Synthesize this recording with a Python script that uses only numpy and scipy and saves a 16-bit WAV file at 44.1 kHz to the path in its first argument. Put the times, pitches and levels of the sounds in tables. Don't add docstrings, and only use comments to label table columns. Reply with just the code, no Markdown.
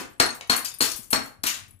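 import sys
import numpy as np
from scipy import signal
from scipy.fft import rfft, irfft, next_fast_len
from scipy.io import wavfile
from scipy.ndimage import uniform_filter1d

SR = 44100
rng = np.random.default_rng(int(sys.argv[2]) if len(sys.argv) > 2 else 0)


def makeup_ratio(level_db):
    decades = np.asarray(level_db, float) / 20
    return 10 ** decades


def file_out(sig):
    cols = np.atleast_2d(sig).T
    lim = np.clip(cols, -1, 1)
    pcm = np.round(lim * 32767).astype(np.int16)
    wavfile.write(sys.argv[1], SR, pcm)


N = 79380
PRE = SR // 5
TOP_HZ = 15300

# t/s, crack level/dB, low head ring level/dB, high head ring level/dB, thud level/dB
BLOW_TABLE = [
    (.2003, -3.5, -10, -12, -16),
    (.498, -8.5, -9, -17, -20),
    (.807, -11.5, -13, -19.5, -22),
    (1.1302, -7.5, -13, -15, -20),
    (1.439, -17, -26, -28, -30),
]


def shape(x, curve):
    n = next_fast_len(x.shape[-1] + 4096)
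    hz, db = np.array(curve, float).T
    f = np.maximum(np.arange(n // 2 + 1) * SR / n, 1)
    gain = makeup_ratio(np.interp(np.log(f), np.log(hz), db))
    return irfft(rfft(x, n) * gain, n)[..., :x.shape[-1]]


def unit(x):
    return x / np.abs(x).max()


def ring(modes, rise_s):
    t = np.arange(SR // 3) / SR
    hz, db, t60 = np.array(modes, float).T[:, :, None]
    tones = makeup_ratio(db) * np.sin(2 * np.pi * np.minimum(hz, .45 * SR) * t)
    fade = 1000 ** (-t / t60)
    return (tones * fade).sum(0) * (1 - np.exp(-t / rise_s))


def add(track, sound, s):
    i = int(round(s * SR)) + PRE
    track[i:i + len(sound)] += sound[:max(len(track) - i, 0)]


def air():
    # f/Hz, level/dB
    colour = [(18, -27), (30, -3), (105, 3.5), (485, -19), (7830, -61), (9150, -49.5), (10400, -21),
              (15000, -54.5)]
    x = shape(rng.standard_normal((2, N)), colour)
    steps = np.repeat(rng.standard_normal(N // 2000 + 1), 2000)
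    swell = uniform_filter1d(steps, 2000)[:N]
    return makeup_ratio(-60 + 2.4 * swell) * x / x.std()


def hand_bumps():
    # t/s, level/dB, f/Hz, t60/s
    knocks = [
        (.196, -27, 55, .04),
        (0.493, -30, 40, .05),
        (0.947, -35.5, 50.5, 0.038),
        (.99, -30.5, 221, 0.037),
        (.87, -44, 110, .12),
        (1.389, -41, 99.6, 0.083),
        (1.615, -42, 98, 0.16),
        (1.74, -45.5, 94.7, 0.25),
    ]
    bumps = np.zeros(N + PRE)
    for s, db, hz, t60 in knocks:
        add(bumps, makeup_ratio(db) * ring([(hz, 0, t60)], rise_s=0.0038), s)
    return bumps


def room():
    # f/Hz, t60/s
    decay = [(100, 0.37), (260, 0.36), (700, 0.41), (1840, 0.36), (4850, .29), (12800, 0.21)]
    wall_s, likeness = .005, 0.023
    t = np.arange(SR // 2) / SR
    mid, side = rng.standard_normal((2, len(t)))
    mid = mid * np.sqrt(1 + likeness)
    side = side * np.sqrt(1 - likeness)
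    spec = rfft(np.array([mid + side, mid - side]))
    at = np.log(np.maximum(np.arange(spec.shape[1]) * SR / len(t), 1))
    hz, t60 = np.array(decay).T
    tail = np.zeros((2, len(t)))
    for k in range(len(hz)):
        band = np.interp(at, np.log(hz), np.eye(len(hz))[k])
        tail += irfft(spec * band, len(t)) * makeup_ratio(-60 * t / t60[k])
    tail = tail * (1 - np.exp(-(t / wall_s) ** 2))
    return tail / np.sqrt((tail ** 2).sum(1, keepdims=True))


def grit(waits, length, hz, octaves):
    t60_s, scatter_db, straggle = 0.0072, 3, 1.98
    a, b, c = rng.random((len(waits), 3)).T[:, :, None]
    chip = np.arange(1024)
    t = chip / SR
    pitch = np.maximum(hz * 2 ** (octaves * 2.5 * (a + b - 1)), 400)
    size = makeup_ratio(-scatter_db * np.log(c + 0.026)) * (pitch < TOP_HZ)
    size = size * np.exp(-waits[:, None] / straggle)
    fade = 1000 ** (-t / (t60_s * (.4 + 3 * a * c)))
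    chips = size * np.cos(2 * np.pi * pitch * t) * fade
    start = (waits * length * SR).astype(int)[:, None]
    return np.bincount((start + chip).ravel(), chips.ravel())


def crumbling_heaps():
    # t/s, level/dB, centre f/Hz, width/octaves, length/s
    bursts = [(-.1, -17, 5980, 0.85, .045), (0.2, -25, 7700, .7, 0.03), (.497, -13, 5410, 0.93, 0.027),
              (0.807, -8.5, 7060, .7, 0.039), (1.129, -24, 9000, .5, .01), (1.434, -19, 7600, 0.62, 0.0089),
              (0.346, -33.5, 10400, .3, 0.011), (.41, -31, 2980, 0.77, 0.00094),
              (0.471, -48, 9900, 0.35, 0.0077), (0.526, -19, 1480, .6, .015),
              (0.561, -15.5, 10600, 0.36, .01), (.646, -20.5, 6520, 0.76, .015),
              (0.916, -21.5, 7620, 0.66, 0.0043), (0.957, -25.5, 10380, 0.24, 0.023),
              (1.028, -36, 9500, 0.39, .015), (1.08, -50, 10960, .3, 0.0066),
              (1.1045, -17, 10640, 0.14, 0.011), (1.245, -36.5, 10400, 0.407, 0.026),
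              (1.463, -10, 6590, 1.09, .018), (1.534, -26.5, 4540, 0.77, 0.029),
              (1.679, -48.5, 11560, .3, 0.011)]
    heaps = np.zeros(N + PRE)
    for s, db, hz, octaves, length in bursts:
        waits = rng.exponential(size=240) + .3 * rng.exponential(size=240)
        add(heaps, makeup_ratio(db - 14) * grit(waits, length, hz, octaves), s)
    return signal.sosfilt(signal.butter(2, 450, "high", fs=SR, output="sos"), heaps)


def shard_clinks():
    # t/s, level/dB, low mode f/Hz, high mode f/Hz, high mode level/dB
    bounces = [(.102, -55, 8000, 12300, 10.5), (.131, -50.5, 8100, 10300, -5), (.182, -55, 7800, 10400, 4),
               (.26, -26, 8700, 11000, 7), (.305, -28, 6500, 8600, 0), (.41, -36, 2230, 3800, -1),
               (.715, -36, 5200, 3600, -1), (0.473, -46, 6100, 10600, -1), (0.589, -25.5, 7030, 9700, 4.5),
               (.647, -20.5, 8500, 11700, 3.5), (.657, -26, 4770, 2500, -4.5),
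               (.685, -25.5, 7000, 11000, -0.5), (.74, -27.5, 9500, 12200, 0),
               (.786, -26.5, 9400, 12200, -0.5), (.915, -29, 6680, 10300, -1.5),
               (1.235, -35, 8020, 11200, 2.5), (1.50, -28.5, 6730, 9100, -8), (1.54, -28, 6830, 3900, -1),
               (1.60, -37.5, 9010, 6800, -2.5), (1.708, -39.5, 10300, 12000, -3),
               (1.706, -52.5, 7820, 2300, -4), (1.75, -52, 10300, 12000, -2.5),
               (1.79, -51.5, 7970, 11800, 0)]
    t60_s, trim_db, tick_db, split = .036, -3, -15, 1.013
    clinks = np.zeros(N + PRE)
    for s, db, low_hz, high_hz, high_db in bounces:
        tick = np.diff(rng.standard_normal(size=90)) * np.exp(-np.arange(89) / 20)
        modes = [(low_hz, -high_db, t60_s), (high_hz, high_db, t60_s * 0.94)]
        twins = [(hz * split, gain_db - 7, t60 * .6) for hz, gain_db, t60 in modes]
        add(clinks, makeup_ratio(db + trim_db) * ring(modes + twins, rise_s=.0012), s)
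        add(clinks, makeup_ratio(db + trim_db + tick_db) * tick, s)
    return clinks


def crack(lead_s):
    # f/Hz, level/dB
    crack_colour = [(100, -16), (280, -1.5), (600, -4), (1500, 2), (2200, -1.5), (3200, -6.5), (9000, -6.5),
                    (15000, -16.5)]
    rise_s, fall_s = 0.00078, 0.0046
    t = np.arange(SR // 10) / SR - lead_s
    env = np.exp(np.where(t < 0, t / rise_s, -t / fall_s))
    spec = rfft(env * rng.standard_normal(len(t)))
    even = irfft(spec / np.sqrt(uniform_filter1d(np.abs(spec) ** 2, size=9)), len(t))
    burst = shape(even, crack_colour)
    burst = burst * np.sqrt((env ** 2).sum() / (burst ** 2).sum())
    return np.minimum(env * 8, 1) * burst


def hammer_blows():
    # t/s, then the levels/dB as in BLOW_TABLE
    earlier = (-0.0577, -12, -30, -36, -19)
    # f/Hz, level/dB, t60/s
    head_low = [(4234, -2.5, 0.025), (4311, -2.5, 0.029), (4357, -4, 0.053), (3967, -10.5, 0.044)]
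    head_high = [(8120, 0.5, 0.028), (5540, -6.5, 0.042), (5200, -5.5, 0.031)]
    # f/Hz, level/dB, t60/s
    slab = [(263.2, 1, 0.042), (311, -4.5, 0.041), (547, -4.5, 0.027), (679, -4.5, 0.032), (149.4, -8, .04)]
    low_ring = unit(ring(head_low, rise_s=.001))
    high_ring = unit(ring(head_high, rise_s=0.0015))
    thud = unit(ring(slab, rise_s=0.0027))
    lead_s = .006
    hit = np.zeros(N + PRE)
    for s, db, ring_db, high_db, thud_db in [earlier] + list(BLOW_TABLE):
        add(hit, makeup_ratio(db - 6) * crack(lead_s), s - lead_s)
        add(hit, makeup_ratio(ring_db) * low_ring + makeup_ratio(high_db) * high_ring + makeup_ratio(thud_db) * thud, s)
    return hit


def scene():
    hit, heaps, clinks = hammer_blows(), crumbling_heaps(), shard_clinks()
    direct = hit + heaps + clinks
    sample = np.arange(N + PRE)
    late = np.interp(sample - 0.00029 * SR, sample, direct)
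    sent = makeup_ratio(-.7) * hit + makeup_ratio(-2) * heaps + makeup_ratio(-2.5) * clinks
    place = np.searchsorted(np.array(BLOW_TABLE)[:, 0], (sample - PRE) / SR + .01)
    wet = np.zeros((2, N + PRE))
    for k in range(len(BLOW_TABLE) + 1):
        here = (sent * (place == k))[None]
        wet += signal.fftconvolve(here, room(), axes=1)[:, :N + PRE]
    return (np.array([direct, late]) + wet + hand_bumps())[:, PRE:] + air()


def roll_off(x):
    return signal.sosfilt(signal.butter(12, 16460, fs=SR, output="sos"), x)


def record(dry):
    # f/Hz, level/dB
    ports = [(60, 14), (1200, -1), (2800, 2), (4300, 11.5), (6500, 6), (8800, 20.5), (11500, 8.5),
             (15000, 20)]
    right = shape(dry[1], [(hz, -db) for hz, db in ports])
    ceiling, mic_db = 1.3, 3
    x = ceiling * np.tanh(makeup_ratio(mic_db) * np.array([dry[0], right]) / ceiling)
    x = signal.sosfilt(signal.ellip(8, .3, 32, TOP_HZ, fs=SR, output="sos"), x)
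    return roll_off(x)


dry = scene()
out = record(dry)
file_out(out)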